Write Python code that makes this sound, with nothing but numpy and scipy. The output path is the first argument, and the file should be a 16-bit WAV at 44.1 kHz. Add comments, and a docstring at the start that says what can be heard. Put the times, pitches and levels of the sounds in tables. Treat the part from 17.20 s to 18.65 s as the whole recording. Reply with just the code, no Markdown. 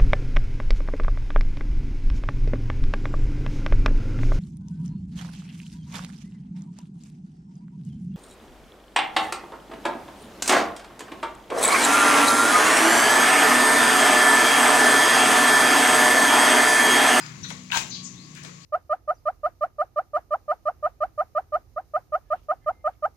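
"""Cup of dry pet food, walled yard

A plastic cup is gripped, dragged off a metal lid and lifted: damped rings knock, stick-slip impacts
judder through resonances of cup and lid, and coloured random clicks make the pellets rattle.
Small birds chirp as gliding tones between the walls; an engine idles some way off as orders over rumble.
All but the engine is weaker at the right microphone below about 9.5 kHz; the engine is weaker there too."""
import sys
import numpy as np
from scipy import signal
from scipy.fft import rfft, irfft, next_fast_len
from scipy.io import wavfile
from scipy.ndimage import map_coordinates

SR = 44100
rng = np.random.default_rng(int(sys.argv[2]) if len(sys.argv) > 2 else 0)


def unload_audio(sound):
    """Save the sound as a 16-bit wav file, at the path given as the first command line argument."""
    columns = np.transpose(np.atleast_2d(sound))
    # keep every value between -1 and 1, then stretch to whole-number steps
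    steps = np.round(np.clip(columns, -1, 1) * 32767)
    wavfile.write(sys.argv[1], SR, steps.astype(np.int16))


N = 63945
TIME_S = np.arange(N) / SR

# Levels are those of each source before the yard and the microphones; spectra are relative.
# outdoor hiss spectrum [freq_hz, level_db]
AIR_SPECTRUM = [(300, -12), (550, -8.5), (900, -5.5), (1100, 3.5), (1400, -7), (2200, 2.5), (3000, -2),
                (4200, 1), (5300, -1), (6700, 5), (7600, -1.5), (8800, -22), (11000, -19.5), (13000, -43),
                (15500, -27)]
# outdoor hiss over time [time_s, level_db]
AIR_LEVEL = [(0, -42.5), (.15, -46.5), (.35, -43), (.48, -46.5), (.85, -45), (1.0, -48), (1.2, -46),
             (1.45, -47.5)]
# exhaust rumble spectrum [freq_hz, level_db]
RUMBLE_SPECTRUM = [(20, -37), (42, -34), (62, -13), (130, 4), (220, -0.5), (330, -7.5), (450, -16.5),
                   (800, -34), (2000, -50)]
# rise and fall of the rumble [time_s, gain_db]
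RUMBLE_GAIN = [(0, 0.5), (.25, 8), (.45, -0.5), (.65, 3.5), (.9, 2), (1.25, 1.5), (1.45, -11)]
# idling engine [time_s, firings_per_s]
IDLE_RATE = [(0, 30.2), (.2, 31.6), (.4, 30.9), (.8, 30.6), (1.0, 30.2), (1.15, 30.3), (1.45, 28.4)]
# strong engine orders, before ORDERS_DB [time_s, order4_db, order5_db, order6_db, order8_db]
STRONG_ORDERS = [(0, -57, -44, -58, -60), (.14, -51, -43, -53, -55), (.29, -54, -42, -39.5, -50),
                 (.43, -54, -52, -44.5, -48), (.62, -49, -50, -47, -54), (.85, -52, -50, -43, -48),
                 (.96, -49, -54, -46, -50), (1.07, -55, -45, -54, -58), (1.3, -58, -47, -47, -60),
                 (1.45, -60, -50, -52, -64)]
# weak engine orders, before ORDERS_DB [multiple of firing rate, level_db]
WEAK_ORDERS = [(2, -71), (3, -66), (7, -66), (9, -66), (10, -64), (12, -70)]
# bird chirps [start_s, length_s, start_hz, end_hz, level_db, roughness as share of pitch]
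CHIRPS = [(-.025, 0.08, 4992, 4940, -43.5, .001), (0.23, 0.017, 5660, 6080, -31, .035),
          (0.235, 0.031, 4020, 3722, -33, 0.076), (0.693, .028, 6700, 5726, -33, .06),
          (0.705, 0.068, 4447, 4247, -32, 0.1), (0.741, 0.031, 6270, 5920, -36.5, 0.15),
          (.745, .04, 3600, 2870, -40, 0.148), (0.828, 0.058, 6480, 6310, -33.5, .11),
          (0.941, .13, 3253, 5260, -48.5, 0.036), (1.413, .06, 4230, 5120, -49, 0.042)]
# colour of the pellet clicks [freq_hz, level_db]
PELLET_SPECTRUM = [(60, -46), (300, -12), (800, -13), (2300, 4.5), (4000, 0.5), (4900, -0.5), (6500, 5.5),
                   (7600, 1.5), (8800, -11.5), (11000, -12.5), (13500, -39), (15300, -10)]
# pellets sliding in the cup [time_s, level_db]
SLIDE = [(.514, -46), (.521, -32), (.545, -27), (.572, -21.5), (.592, -29.5), (.615, -36.5), (.645, -55),
         (.68, -37.5)]
# light shifts under the fingers [peak_s, rise_s, fall_t60_s, level_db, centre_hz, width_octaves]
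SHIFTS = [(.01, 0.062, 0.79, -43, 1430, 0.66), (0.249, 0.012, 0.071, -40.5, 1710, 0.33),
          (.298, 0.017, 0.094, -44, 5100, 1), (0.309, 0.012, 0.077, -40, 1220, .8),
          (1.168, 0.011, .2, -42.5, 1940, .45), (1.257, 0.02, 0.14, -43.5, 1780, 0.62),
          (1.261, 0.039, .12, -44.5, 320, 0.58)]
# drag of the cup over the lid [time_s, level_db]
DRAG = [(.514, -34), (.519, -26.5), (.538, -26), (.548, -20.5), (.573, -30), (.585, -32), (.61, -45.5),
        (.66, -63)]
# resonances of cup and lid [freq_hz, width_hz, peak_db]
BODY_MODES = [(874, 25, -5), (942, 40, 0), (1084, 28, -2), (1131, 28, -1), (1490, 40, -8), (1590, 28, -2),
              (1672, 28, -2), (2260, 55, -4), (2480, 40, -8), (2600, 40, -8), (3014, 30, -4),
              (3167, 30, -4), (3312, 30, -6), (3731, 28, 1), (3952, 35, -6), (4285, 55, -6)]
# knocks of cup and hand on the lid [start_s, level_db, centre_hz, width_octaves, t60_s]
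KNOCKS = [(0.502, -28.5, 1950, 0.36, 0.022), (0.5148, -24.5, 1940, 1.1, .025),
          (0.5196, -14.5, 3040, 0.17, 0.012), (0.5192, -22.5, 1390, 0.5, .014),
          (0.5283, -25.5, 1650, 0.14, 0.06), (.531, -18.5, 1650, .25, 0.0083),
          (0.5459, -17.5, 1120, 0.25, .02), (0.5525, -26, 5800, 0.37, 0.0087),
          (.559, -20.5, 960, 0.22, 0.027), (0.5648, -23, 1120, 0.67, 0.029),
          (0.5713, -23, 930, 0.12, 0.027), (0.5721, -13, 4000, 0.69, 0.015),
          (0.062, -33, 4830, 0.47, 0.027), (.304, -27.5, 1300, 0.91, 0.021),
          (.303, -26.5, 8450, 2.3, 0.0066), (.312, -32.5, 696, 0.86, 0.028), (.319, -37, 3000, 1.7, 0.012),
          (.324, -31, 6400, 0.15, 0.011), (1.151, -36.5, 6900, 0.75, .014), (1.234, -34.5, 6700, .7, 0.03),
          (1.248, -32.5, 2940, 1.3, 0.03), (1.293, -43, 1200, 0.27, 0.024), (0.22, -40.5, 89, 0.042, 0.11)]
# decay between the yard walls [freq_hz, t60_s]
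YARD_DECAY = [(200, 0.7), (1000, 0.31), (4000, 0.33), (7000, 0.31), (14000, 0.18)]
# right microphone response, for all but the engine [freq_hz, gain_db]
RIGHT_RESPONSE = [(60, -36), (300, -4), (700, -5), (1300, -8), (2400, -14), (4400, -8.5), (7000, -20.5),
                  (10000, 2.5), (15000, 4)]

LEFT_LAG_S = 0.001212  # direct sound reaches the left microphone this much later
TOP_HZ = 15850  # band limit
KNOCK_RISE_S = 0.00098
WHINE_HZ, WHINE_DB = 1111, -61  # a faint narrow hum in the background
ORDERS_DB = -1.5  # gain of all engine orders
RUMBLE_DB, RUMBLE_APART_DB = -52.5, -55  # common to both microphones, different at each; before RUMBLE_GAIN


def amp(db):
    """Decibels to gain."""
    return 10 ** (np.asarray(db) / 20)


def unit(x):
    """Scale to rms 1."""
    return x / np.sqrt(np.mean(x ** 2) + 1e-20)


def along(points, hz):
    """Interpolate (Hz, value) points on a log frequency axis."""
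    point_hz, values = np.transpose(points)
    return np.interp(np.log(hz + 1), np.log(point_hz + 1), values)


def curves(rows):
    """One value per sample for each column after the time."""
    times, *columns = np.transpose(rows)
    return [np.interp(TIME_S, times, column) for column in columns]


def stroke(rows):
    """Gain along a (s, dB) curve, silent before and after it."""
    inside = (TIME_S >= rows[0][0]) & (TIME_S <= rows[-1][0])
    return inside * amp(curves(rows)[0])


def wobble(rate):
    """A smooth random curve, rate knots a second."""
    return map_coordinates(rng.standard_normal(N), [TIME_S * rate], mode="mirror")


def filtered(x, response):
    """x times a complex response of frequency, padded so that tails do not wrap."""
    size = next_fast_len(N + SR // 2)
    hz = np.fft.rfftfreq(size, 1 / SR)
    return irfft(rfft(x, size) * response(hz), size)[..., :N]


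def coloured(x, spectrum):
    """x shaped by the given spectrum, at rms 1."""
    return unit(filtered(x, lambda f: amp(along(spectrum, f))))


def band(x, hz, octaves):
    """A bell-shaped band on a log frequency axis, rolled off above 8200 Hz."""
    def response(f):
        bell = np.exp(-.5 * (np.log2((f + 1) / hz) / octaves) ** 2)
        return bell / np.sqrt(1 + (f / 8200) ** 8)
    return filtered(x, response)


def contacts(rate, spread_db):
    """Tiny impacts at random times (rate a second), of random size and sign."""
    hits = rng.random(N) < rate / SR
    size = amp(spread_db * np.clip(rng.standard_normal(N), -2, 2))
    return hits * size * np.sign(rng.standard_normal(N))


def yard(x, wet_db):
    """Direct sound plus the walls' answer, noise dying at its own rate in each band; power about kept."""
    hz, t, noise = signal.stft(rng.standard_normal((2, SR // 2)), SR, nperseg=256)
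    decay = amp(-60 * t / along(YARD_DECAY, hz)[:, None])
    build_up = 1 - np.exp(-t / 0.0017)
    tail = signal.istft(noise * decay * build_up, SR, nperseg=256)[1]
    wet = signal.fftconvolve(x[None], tail / np.linalg.norm(tail[0]), axes=1)[:, :N]
    # the right microphone gets the direct sound early, so the left one lags
    right = filtered(x, lambda f: np.exp(2j * np.pi * f * LEFT_LAG_S))
    direct = np.array([x, right])
    return (direct + amp(wet_db) * wet) / np.hypot(1, amp(wet_db))


def air():
    """Outdoor hiss, mostly different at each microphone, and a faint hum of very narrow noise."""
    noise = rng.standard_normal((2, N)) + 0.21 * rng.standard_normal(N)
    level_db = curves(AIR_LEVEL)[0] + 0.17 * wobble(rate=75)
    hiss = coloured(noise, AIR_SPECTRUM) * amp(level_db)
    whine = unit(band(rng.standard_normal((2, N)), WHINE_HZ, 0.015))
    return hiss + amp(WHINE_DB) * whine


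def engine():
    """Low multiples of the drifting firing rate, wavering in level, over an exhaust rumble of noise."""
    phase = 2 * np.pi * np.cumsum(curves(IDLE_RATE)[0]) / SR
    strong = zip((4, 5, 6, 8), curves(STRONG_ORDERS))
    orders = np.zeros(N)
    for k, db in [*strong, *WEAK_ORDERS]:
        level = amp(db + 1.2 * wobble(rate=12.32))
        orders += level * np.sqrt(2) * np.cos(k * phase + 2 * np.pi * rng.random())
    common = coloured(rng.standard_normal(N), RUMBLE_SPECTRUM)
    apart = coloured(rng.standard_normal((2, N)), RUMBLE_SPECTRUM)
    rumble = amp(RUMBLE_DB) * common + amp(RUMBLE_APART_DB) * apart
    return amp(ORDERS_DB) * orders + rumble * amp(curves(RUMBLE_GAIN)[0])


def birds():
    """Gliding whistles, most of them hoarse from fast random pitch changes."""
    out = np.zeros(N)
    for start, length, start_hz, end_hz, db, rough in CHIRPS:
        progress = np.clip((TIME_S - start) / length, 0, 1)
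        glide_hz = start_hz + (end_hz - start_hz) * progress
        hz = glide_hz * (1 + rough * wobble(rate=1300))
        swell = np.sqrt(2 * np.abs(np.sin(np.pi * progress)))
        out += amp(db) * swell * np.sin(2 * np.pi * np.cumsum(hz) / SR)
    return out


def pellets():
    """Pellets click against each other: one big slide and several light shifts."""
    out = coloured(contacts(rate=2700, spread_db=4.5), PELLET_SPECTRUM) * stroke(SLIDE)
    for peak, rise, t60, db, hz, octaves in SHIFTS:
        t = TIME_S - peak
        shape = np.exp(-(np.minimum(t, 0) / rise) ** 2) * amp(-60 * np.maximum(t, 0) / t60)
        clicks = contacts(rate=1100, spread_db=3.0)
        ringing = unit(band(clicks, hz, octaves))
        out += amp(db) * shape * (ringing + amp(-3.5) * coloured(clicks, PELLET_SPECTRUM))
    return out


def drag():
    """The base sticks and slips: tiny impacts ring the resonances of cup and lid."""
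    slips = unit(contacts(rate=2500, spread_db=3)) * stroke(DRAG)

    def body(f):
        total = 0
        for k, (hz, width, db) in enumerate(BODY_MODES):
            mode = 1j * f * width / (hz * hz - f * f + 1j * f * width)
            total = total + (-1) ** k * amp(db) * mode  # neighbours in opposite phase
        return total

    return unit(filtered(slips, body)) * slips.std()


def knocks():
    """Each knock is a short, unsteady, heavily damped ring of the plastic."""
    out = np.zeros(N)
    for start, db, hz, octaves, t60 in KNOCKS:
        t = np.maximum(TIME_S - start, 0)
        shape = (1 - np.exp(-(t / KNOCK_RISE_S) ** 2)) * amp(-60 * t / t60)
        noise = band(rng.standard_normal(N), hz, octaves)
        analytic = signal.hilbert(noise, next_fast_len(N))[:N]
        ring = np.cos(np.angle(analytic))  # steady strength, wandering pitch
        out += amp(db) * unit(ring) * shape / shape.max()
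    return filtered(out, lambda f: 1 / np.sqrt(1 + (f / 8500) ** 8))


def scene():
    """Cup and birds in the yard with the air, right microphone shaded, and the engine 3.7 dB down there."""
    mix = air() + yard(birds(), wet_db=-1.5)
    mix += yard(pellets(), wet_db=0.5) + yard(drag(), wet_db=-9.5) + yard(knocks(), wet_db=-5.5)
    right = filtered(mix[1], lambda f: amp(along(RIGHT_RESPONSE, f)))
    return np.array([mix[0], right]) + engine() * amp([[0], [-3.7]])


def record(dry):
    """Nothing is kept above the band limit."""
    return filtered(dry, lambda hz: hz < TOP_HZ)


dry = scene()
out = record(dry)
unload_audio(out)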